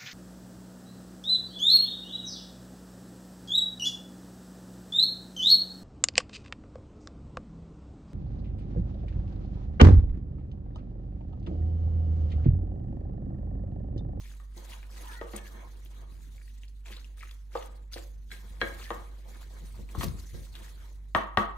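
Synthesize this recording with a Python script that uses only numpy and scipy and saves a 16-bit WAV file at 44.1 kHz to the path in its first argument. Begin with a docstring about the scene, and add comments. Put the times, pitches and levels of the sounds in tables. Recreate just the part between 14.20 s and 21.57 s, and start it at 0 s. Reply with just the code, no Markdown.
"""A wooden spoon stirs sauced pasta in a steel pan: noise and damped grains make the hiss and squelch.
The spoon's scrapes are noise through the pan's modes; its knocks and two raps on the rim ring those modes.
Behind them lie grip noise of the hand on the phone, a humming appliance and the rumble of a small hard kitchen.
Two microphones a hand's width apart hear it all in stereo."""
import sys
import numpy as np
from scipy import signal
from scipy.fft import rfft, irfft, next_fast_len
from scipy.io import wavfile
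from scipy.ndimage import uniform_filter1d, map_coordinates

SR = 44100
rng = np.random.default_rng(int(sys.argv[2]) if len(sys.argv) > 2 else 0)


def store_wav(level_fs):
    """Save 16-bit WAV to argv[1]."""
    pcm = np.round(np.clip(np.atleast_2d(level_fs), -1, 1) * 32767)
    wavfile.write(sys.argv[1], SR, pcm.T.astype(np.int16))


N = 325017

# Background hum of the appliance: (frequency [Hz], nominal rms level [dB])
HUM_PARTIALS = [(49.4, -43.5), (98.8, -67)]
# Spectrum of the kitchen rumble: (frequency [Hz], relative level [dB])
AIR_SPECTRUM = [(35, -1.5), (60, 1.5), (78, -6), (102, -22), (141, -14.5), (235, -11), (706, -36),
                (2000, -32.5), (4400, -120)]
# Likeness of left and right in diffuse sound: (frequency [Hz], correlation [1])
STEREO_LIKENESS = [(60, 0.71), (200, 0.68), (640, 0.022), (3000, 0.014), (6500, 0.47), (9000, 1),
                   (15000, 0.91)]
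# Reverberation of the kitchen: (frequency [Hz], time to fall 60 dB [s])
ROOM_DECAY = [(150, 0.35), (1000, 0.48), (4000, 0.35), (12000, 0.058)]

# Grip noise of the hand on the phone: (time [s], nominal rumble level [dB])
GRIP_LEVELS = [(0.0, -58.5), (0.3, -67.5), (1.17, -70), (2.05, -53.5), (2.4, -76), (4.2, -59.5),
               (4.4, -51.5), (4.65, -59), (5.3, -59.5), (6.3, -58), (7.37, -62.5)]
# Jolts of the case by the hand: (start [s], rise [s], hold [s], nominal rumble level [dB])
CASE_JOLTS = [(5.416, 0.0073, 0.0074, -47), (5.57, 0.026, 0.0077, -42.5), (5.756, 0.023, 0.022, -33),
              (5.824, 0.014, 0.042, -30.5), (5.895, 0.0074, 0.079, -46), (6.133, 0.0078, 0.023, -42)]
# A finger sliding over the case: (start [s], rise [s], hold [s], nominal level [dB])
FINGER_RUBS = [(5.81, 0.029, 0.0055, -41.5)]
# Spectrum of the grip noise: (frequency [Hz], relative level [dB])
GRIP_SPECTRUM = [(24, -71), (40, -4), (75, 8.5), (281, -8), (368, -13.5), (589, -23), (1200, -82)]
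# Rocking of the case in the hand: (frequency [Hz], width [Hz], relative level [dB])
CASE_MODES = [(68.9, 7.9, 6)]

# Blows of spoon on pan: (time [s], clack peak before stereo balance [dB], thud near 200 Hz [dB],
# body near 450 Hz [dB], edge above 1.6 kHz [dB], room [dB], share of free ring time left by the food [1])
SPOON_KNOCKS = [(0.2, -50.5, -9, -29, -5, -4, 0.27), (0.363, -70, 24, 15, -5, 1, 0.34),
                (1.013, -32.5, -10.5, 5, -3.5, -5.5, 0.41), (1.135, -39.5, 3.5, 4, 2.5, -2.5, 0.54),
                (1.306, -54.5, 9, 10, -16, 2, 0.21), (2.701, -51, -1, 5.5, 5, -6, 0.49),
                (3.353, -24, -54, 9, -16.5, -7.5, 0.32), (3.761, -47, -8, 21.5, -22, -4.5, 0.27),
                (4.115, -49, 9, -31, 28, -8.5, 0.18), (4.415, -22, -20, 2, 15, -10, 0.25),
                (4.423, -39, 5.5, 15, 7, -4.5, 0.6), (4.705, -26, -13.5, 1.5, -3.5, -5.5, 0.42),
                (5.59, -60.5, 13, 17.5, -16, -9, 0.69), (5.75, -34, -1, -4.5, -23, -7, 0.34),
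                (5.81, -29.5, -12, -13, 3.5, -14, 0.57), (5.832, -29.5, 0, 0, -10, -15.5, 0.54),
                (6.144, -59.5, 13, 18, 15, 0.5, 0.36), (6.949, -11, -10.5, -7, -4.5, -5.5, 0.26),
                (6.9599, -16, -17.5, -17.5, -16, -6.5, 0.61), (7.173, -9, -7, -10, -4.5, -7, 0.23),
                (7.1826, -16, -15, -14, -19, -5.5, 0.83)]
# Modes of the steel pan: (frequency [Hz], relative level [dB], free time to fall 60 dB [s])
PAN_MODES = [(206.6, 5.5, 0.32), (347.6, 6.5, 0.17), (470, 5.5, 0.11), (546, 3, 0.13), (673, 0, 0.14),
             (822, -1, 0.12), (933, 1, 0.12), (1077, 0, 0.11), (1146, -4.5, 0.26), (1262, -4.5, 0.29),
             (1349, -14, 0.32), (1437, -10, 0.15), (1620, -9.5, 0.38), (1841, -12.5, 0.33),
             (2053, -16, 0.33), (2203, -13, 0.32), (3300, -20.5, 0.25), (3957, -22.5, 0.2),
             (4140, -29, 0.2)]
# Modes of the wooden spoon: (frequency [Hz], width [Hz], relative level [dB])
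SPOON_MODES = [(560, 115, -6), (1213, 247, 7), (1847, 101, 18), (3145, 730, 14.5), (4220, 490, 13.5),
               (5060, 1250, 7.5)]
# Single pan modes that sing under a firm drag: (start [s], hold [s], nominal level [dB], pitch [Hz])
STEEL_SINGS = [(0.837, .09, -53, 925), (0.88, 0.11, -54, 1444), (0.87, 0.13, -51.5, 1820),
               (1.165, 0.095, -57.5, 1740), (1.33, 0.1, -62, 1060), (1.787, 0.11, -68.5, 1130),
               (4.63, 0.072, -52.5, 1845)]

# Spoon strokes through the food:
# (start [s], rise [s], hold [s], nominal hiss [dB], nominal squelch [dB], nominal scrape [dB])
SPOON_STROKES = [(0.0, 0.00095, 0.11, -63, -63, -66.5), (0.354, 0.021, 0.012, -59, -66, -60.5),
                 (0.437, 0.059, 0.035, -57.5, -58, -54), (0.683, 0.094, 0.031, -57.5, -57, -54.5),
                 (0.826, 0.031, 0.084, -58.5, -56.5, -56.5), (1.04, 0.1, 0.022, -59, -60.5, -61),
                 (1.238, 0.016, 0.028, -61, -61, -56.5), (1.323, 0.023, 0.43, -70.5, -78, -61),
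                 (1.878, 0.039, 0.5, -71.5, -78.5, -75), (2.651, 0.0088, 0.11, -63, -60, -65),
                 (2.963, 0.01, 0.11, -65.5, -62.5, -67), (3.316, 0.022, 0.09, -64, -56, -57),
                 (3.721, 0.0056, 0.053, -57, -54, -64.5), (4.1, 0.021, 0.012, -57, -54.5, -58),
                 (4.177, 0.073, 0.14, -68, -72.5, -59), (4.401, 0.0059, 0.33, -58.5, -59, -55),
                 (4.8, 0.021, 0.18, -73.5, -76, -62), (5.046, 0.056, 0.14, -65, -68, -58.5),
                 (5.277, 0.053, 0.28, -66, -71.5, -63), (5.676, 0.018, 0.1, -61.5, -69, -62),
                 (5.782, 0.022, 0.013, -50.5, -47, -56.5), (5.94, 0.034, 0.28, -60.5, -67, -66),
                 (6.323, 0.031, 0.11, -60.5, -62.5, -57), (6.41, 0.013, 0.27, -70.5, -70.5, -65)]
# Wet pops of the food: (time [s], nominal size of first bubble [dB], its pitch [Hz])
WET_POPS = [(0.377, -37, 4270), (0.5338, -36, 3000), (0.629, -38.5, 2340), (1.163, -21.5, 8450),
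            (1.1776, -33.5, 3030), (1.266, -42, 2980), (1.6587, -43.5, 3240), (2.1805, -50, 2130),
            (2.2137, -48, 1850), (2.2783, -47, 2590), (2.434, -39.5, 2800), (2.4813, -45, 4170),
            (2.658, -37.5, 2410), (2.682, -38.5, 2580), (2.724, -38, 2630), (2.7657, -32.5, 3770),
            (2.812, -50, 1860), (2.796, -42, 4320), (2.845, -38.5, 2780), (2.974, -53, 1590),
            (3.009, -36, 2300), (3.028, -32.5, 1860), (3.093, -40.5, 2720), (3.111, -35, 3330),
            (3.411, -48, 3900), (3.734, -24, 4770), (5.69, -40, 2420), (5.852, -41, 3200),
            (5.8833, -33, 5040), (6.3529, -30, 3900)]
# Fine spits of sauce: (time [s], nominal level [dB], pitch [Hz])
SAUCE_TICKS = [(0.152, -58, 10500), (1.65, -49, 12900), (3.4602, -49.5, 9000)]
# Spectrum of the steam: (frequency [Hz], relative level [dB])
HISS_SPECTRUM = [(880, -66.5), (1500, -8), (1720, -52), (1880, 8), (2910, -19.5), (3450, 5.5), (4120, 7.5),
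                 (5540, 2), (6180, 8.5), (7460, 2.5), (13500, -1), (16000, -9)]

TOP_HZ = 15800  # band limit of the phone
LAG_S = 0.00007  # direct sound reaches the right microphone this much later
RISE_DB = 13  # climbed by a gesture during its rise
HISS_FALL, SQUELCH_FALL, SCRAPE_FALL = 118, 270, 61  # after a stroke, dB per s
GRIP_FALL, RUB_FALL, SING_FALL = 200, 550, 520  # after a jolt, a rub or a singing drag, dB per s
BUILD_CYCLES = 1  # time constant of a mode's build-up, in cycles
SCATTER_DB = 1.5  # standard deviation of each mode's level from blow to blow
WANDER = 0.8  # phase flutter that roughens a ring: radians for a mode at 1800 Hz
EDGE_GROWS = 1.47  # factor on the edge dB at 5 kHz: a hard knock's edge gains, a soft one's fades
REBOUND_S, REBOUND_DB = 0.0026, -8  # the spoon touches a second time
JAR_DB, JAR_HZ, JAR_S = -13, 86.5, 0.0063  # worktop thud: dB under peak plus thud, pitch, swell time
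SING_RISE_S, SING_WAVER, SING_GRIT = 0.02, 0.03, 170  # rise; pitch scatter as a share; stutter knots per s
HISS_REST_DB, SQUELCH_REST_DB = -79.5, -83  # nominal levels of the food left alone
SHAKE_HISS_DB, SHAKE_FALL = -42.5, 253  # steam shaken loose by a knock: dB re its peak; dB per s
TICK_GAIN_DB = 15  # level of the ticks above their nominal dB, before the soft start
WET_ROOM_DB = -12  # the kitchen's answer to the food


def amp(db):
    """Decibel law: level to amplitude ratio."""
    return 10 ** (np.asarray(db) / 20)


def unit(x):
    """Normalization to unit rms."""
    return x / np.sqrt(np.mean(x ** 2) + 1e-20)


def along(points, hz):
    """Linear interpolation of (frequency, value) points on a logarithmic frequency axis."""
    f, v = np.transpose(points)
    return np.interp(np.log(hz + 1), np.log(f + 1), v)


def curves(rows):
    """Linear interpolation in time of each level column; minus infinity, or silence, outside."""
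    s, *cols = np.transpose(rows)
    return [np.interp(np.arange(N) / SR, s, c, -np.inf, -np.inf) for c in cols]


def wobble(rate):
    """Band-limited fluctuation: a smooth random curve through rate knots a second."""
    knots = rng.standard_normal(int(N * rate / SR) + 4)
    return map_coordinates(knots, [np.arange(N) * rate / SR])


def swells(start, rise, hold, db, fall):
    """Envelopes that rise, hold and fall exponentially; overlapping ones add in power."""
    clock = np.arange(0, N / SR + 0.002, 0.001)
    t = clock[:, None] - start
    climb_db = RISE_DB * np.clip(1 - t / np.abs(rise), 0, None)
    drop_db = fall * np.clip(t - rise - hold, 0, None)
    gain = np.linalg.norm(amp(db - climb_db - drop_db), axis=1)
    return np.interp(np.arange(N) / SR, clock, gain)


def filtered(x, response):
    """Linear filtering: the spectrum of x times a complex frequency response."""
    m = next_fast_len(x.shape[-1] + SR // 4)
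    spectrum = rfft(x, m) * response(np.fft.rfftfreq(m, 1 / SR))
    return irfft(spectrum, m)[..., :x.shape[-1]]


def resonances(table):
    """Modal superposition: causal second-order resonances of alternating sign."""
    def response(f):
        return sum((-1) ** k * amp(db) * 1j * f * width / (hz * hz - f * f + 1j * f * width)
                   for k, (hz, width, db) in enumerate(table))
    return response


def rush(gain, patchy_db):
    """Diffuse field: stereo noise of unit rms, patchy in time and frequency, with a set correlation."""
    z = signal.stft(rng.standard_normal((2, N)), nperseg=512)[2]
    field = uniform_filter1d(rng.standard_normal(z.shape[1:]), 8, 0)
    field = uniform_filter1d(field, 6, 1)
    pair = signal.istft(z * amp(patchy_db * unit(field)), nperseg=512)[1][:, :N]

    def mid_side(hz):
        # the correlation of left and right is the cosine of twice this angle
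        angle = np.arccos(np.clip(along(STEREO_LIKENESS, hz), -1, 1)) / 2
        return gain(hz) * np.array([np.cos(angle), np.sin(angle)])

    mid, side = filtered(pair, mid_side)
    return unit(np.array([mid + side, mid - side]))


def grains(start, hz, cycles, gain):
    """Damped oscillation: soft-starting sines that lose 40 dB in the given cycles, summed."""
    k = np.arange(SR // 100)
    turns = k * hz[:, None] / SR
    envelope = amp(-40 * turns / cycles) * (1 - np.exp(-turns))
    wave = gain[:, None] * np.sin(2 * np.pi * turns) * envelope
    return np.bincount((start[:, None] + k).ravel(), wave.ravel(), N + len(k))[:N]


def crackle(count, centre_hz, spread, cycles, spike_db):
    """Shot noise: random grains of log-normal pitch and size, unit rms."""
    hz = np.clip(centre_hz * np.exp(spread * rng.standard_normal(count)), 300, 15000)
    size = amp(spike_db * rng.standard_normal(count).clip(-2, 2))
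    return unit(grains(rng.integers(0, N, count), hz, cycles, size))


def tail():
    """Reverberation: stereo noise of unit energy a side, each frequency decaying at its own rate."""
    hz, t, z = signal.stft(rng.standard_normal((2, SR // 2)), SR, nperseg=256)
    decay = amp(-60 * t / along(ROOM_DECAY, hz)[:, None])
    answer = signal.istft(z * decay, SR, nperseg=256)[1]
    answer = answer / np.linalg.norm(answer, axis=1, keepdims=True)
    return np.pad(answer, ((0, 0), (120, 0)))  # the answer starts 120 samples late


def heard(x, left_db):
    """Arrival-time and level difference: direct sound is earlier and stronger on the left."""
    def lead(hz):
        return np.exp(1j * np.pi * hz * LAG_S * np.array([[1], [-1]]))
    return filtered(np.array([x, x]), lead) * amp([[left_db], [-left_db]])


def kitchen():
    """Steady tones and diffuse noise: a hum wavering in pitch and level over a faint rumble."""
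    t = np.arange(N) / SR + 0.00016 * wobble(2.3)
    hum = sum(np.sqrt(2) * amp(db + 0.78 * wobble(4.8)) * np.sin(2 * np.pi * hz * t)
              for hz, db in HUM_PARTIALS)
    rumble = rush(lambda hz: amp(along(AIR_SPECTRUM, hz)), patchy_db=2.0)
    return hum * amp([[-1.1], [1.1]]) + amp(-61.5) * rumble


def hand():
    """Structure-borne noise: grip rumble through the case, partly correlated and stronger on the left."""
    lumps = amp(3 * np.array([wobble(40), wobble(40)]))
    shared, *own = rng.standard_normal((3, N))

    def case(hz):
        return amp(along(GRIP_SPECTRUM, hz)) * (1 + 0.66 * np.abs(resonances(CASE_MODES)(hz)))

    thumps = unit(lumps * filtered(0.79 * shared + own, case))
    grip = amp(curves(GRIP_LEVELS)[0]) + swells(*np.transpose(CASE_JOLTS), GRIP_FALL)
    rub_modes = [(14000, 1900, 1.3), (4500, 4100, 1.5)]  # (frequency [Hz], width [Hz], level [dB])
    slide = unit(filtered(rng.standard_normal(N), resonances(rub_modes)))
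    rub = swells(*np.transpose(FINGER_RUBS), RUB_FALL) * amp(4.8 * wobble(90))
    return grip * amp([[3], [-2]]) * thumps + rub * slide


def pan_ring(t, colour, free):
    """Free vibration: decaying pan modes with fluttering phase, unlike in the two microphones."""
    ring = np.zeros((2, len(t)))
    for hz, level, t60 in PAN_MODES:
        phase = rng.uniform(0, 3.37) + min(hz / 900, 1.6) * rng.standard_normal((2, 1))
        flutter = np.interp(t, np.linspace(0, t[-1], 60), rng.standard_normal(60))
        flutter = WANDER * min(hz / 1800, 2) * flutter
        decay_db = 60 * t / (t60 * max(free, 0.03))
        gain = amp(colour(hz) + level + SCATTER_DB * rng.normal() - decay_db)
        build = 1 - np.exp(-t * hz / BUILD_CYCLES)
        ring += gain * np.sin(2 * np.pi * hz * t + phase + flutter) * build
    return ring


def spoon_clack(t, colour):
    """Impulse response: a short rounded push excites the wood, then a rebound; unit peak."""
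    push = np.exp(-t / 0.00028) * t
    modes = [(hz, width, level + colour(hz)) for hz, width, level in SPOON_MODES]
    clack = filtered(push, resonances(modes))
    clack = clack + amp(REBOUND_DB) * np.pad(clack, (round(REBOUND_S * SR), 0))[:len(t)]
    return clack / np.abs(clack).max()


def knocks():
    """Impact excitation: each blow clacks the spoon, rings the pan, jars the worktop and fills the room."""
    clacks, rings = np.zeros(N + SR), np.zeros((2, N + 2 * SR))
    t = np.arange(SR // 2) / SR
    swell = t / JAR_S * np.exp(1 - t / JAR_S)
    for s, db, thud_db, body_db, edge_db, room_db, free in SPOON_KNOCKS:
        shape = [(200, thud_db), (450, body_db), (1250, 0.0064), (1600, edge_db), (2300, edge_db),
                 (5000, EDGE_GROWS * edge_db)]

        def colour(hz):
            return along(shape, hz)

        ring = amp(db - 8) * pan_ring(t, colour, free)
        clack = amp(db) * spoon_clack(t, colour)
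        jar = amp(db + thud_db + JAR_DB) * swell * np.sin(2 * np.pi * JAR_HZ * t)
        echo = signal.fftconvolve(clack + ring, tail(), axes=1)
        first = round(s * SR)
        clacks[first:][:len(t)] += clack
        rings[:, first:][:, :len(t)] += ring + jar
        rings[:, first:][:, :echo.shape[1]] += amp(room_db) * echo
    return heard(clacks[:N], left_db=4.0) + rings[:, :N] * amp([[0.6], [-0.6]])


def stirring():
    """Common excitation: hiss, squelch and scrape gains of the strokes; knocks also shake the hiss."""
    start, rise, hold, hiss_db, squelch_db, scrape_db = np.transpose(SPOON_STROKES)
    s, db = np.transpose(SPOON_KNOCKS)[:2]
    shaken = swells(s, 0.00095, 0.002, db + SHAKE_HISS_DB, SHAKE_FALL)
    hiss = amp(HISS_REST_DB) + swells(start, rise, hold, hiss_db, HISS_FALL) + shaken
    squelch = amp(SQUELCH_REST_DB) + swells(start, rise, hold, squelch_db, SQUELCH_FALL)
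    return hiss, squelch, swells(start, rise, hold, scrape_db, SCRAPE_FALL)


def singing():
    """Stick-slip friction feeds one mode: pitch strays, strength stutters unlike in the two microphones."""
    sound = np.zeros((2, N))
    for s, hold, db, hz in STEEL_SINGS:
        phase = 2 * np.pi * hz * np.cumsum(1 + SING_WAVER * wobble(25)) / SR
        stutter = np.array([wobble(SING_GRIT) * np.sin(phase) + wobble(SING_GRIT) * np.cos(phase)
                            for _ in sound])
        sound += swells(np.array([s]), SING_RISE_S, hold, db, SING_FALL) * stutter
    return sound


def scrape():
    """Friction noise: the dragging spoon excites the damped modes of the steel."""
    # half the modes' dB: the pan colours a scrape less than a knock
    pan = resonances([(hz, 25 + 0.061 * hz, 0.5 * db) for hz, db, _ in PAN_MODES])
    rough = rush(lambda hz: np.abs(pan(hz)), patchy_db=3.5)
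    return singing() + stirring()[2] * amp(2.5 * wobble(14)) * rough


def pops():
    """Bubble resonance: a first bubble, a quick run of mostly smaller ones, and the puff of steam freed."""
    s, db, hz = np.transpose(WET_POPS)[:, :, None]
    order = np.arange(10)
    later = order > 0  # the first bubble keeps its given time, pitch and size
    delay = np.cumsum(rng.exponential(0.0019, (len(WET_POPS), 10)) * later, axis=1)
    pitch = hz * np.exp(0.23 * rng.standard_normal(delay.shape) * later)
    size = amp(db - 2.53 * order + 3.5 * rng.standard_normal(delay.shape) * later)
    start = ((s + delay) * SR).astype(int)
    bubbles = grains(start.ravel(), pitch.ravel().clip(300, 15000), 12.3, size.ravel())
    puffs = np.bincount((s[:, 0] * SR).astype(int), amp(db[:, 0] - 34.0), N)
    puff_decay = amp(-60 * np.arange(SR // 10) / SR / 0.05)  # 60 dB in 0.05 s
    return bubbles, np.convolve(puffs, puff_decay)[:N]


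def food():
    """Turbulence and bubble resonance: steam hisses, sauce films tear and bubbles burst under the spoon."""
    hissing, squelching, _ = stirring()
    bubbles, puffs = pops()
    steam = rush(lambda hz: amp(along(HISS_SPECTRUM, hz)), patchy_db=3.5)
    spit = crackle(count=4000, centre_hz=8650, spread=0.41, cycles=0.8, spike_db=2.5)
    flicker = amp(0.2 * wobble(33) + 2.34 * wobble(70))
    hiss = (hissing * flicker + puffs) * (steam + 0.4 * spit)
    films = crackle(count=5500, centre_hz=3100, spread=0.4, cycles=9, spike_db=4)
    squelch = squelching * amp(3 * wobble(40)) * films
    s, db, hz = np.transpose(SAUCE_TICKS)
    ticks = grains((s * SR).astype(int), hz.clip(300, 15000), 12.0, amp(db + TICK_GAIN_DB))
    wet = squelch + bubbles
    room = signal.fftconvolve(wet[None], tail(), axes=1)[:, :N]
    return hiss + ticks + heard(wet, left_db=2.0) + amp(WET_ROOM_DB) * room


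def scene():
    """Linear superposition of all sources at the two microphones."""
    return kitchen() + hand() + knocks() + scrape() + food()


def record(dry):
    """Band limitation: the phone keeps nothing at or above its band limit."""
    return filtered(dry, lambda hz: hz < TOP_HZ)


dry = scene()
out = record(dry)
store_wav(out)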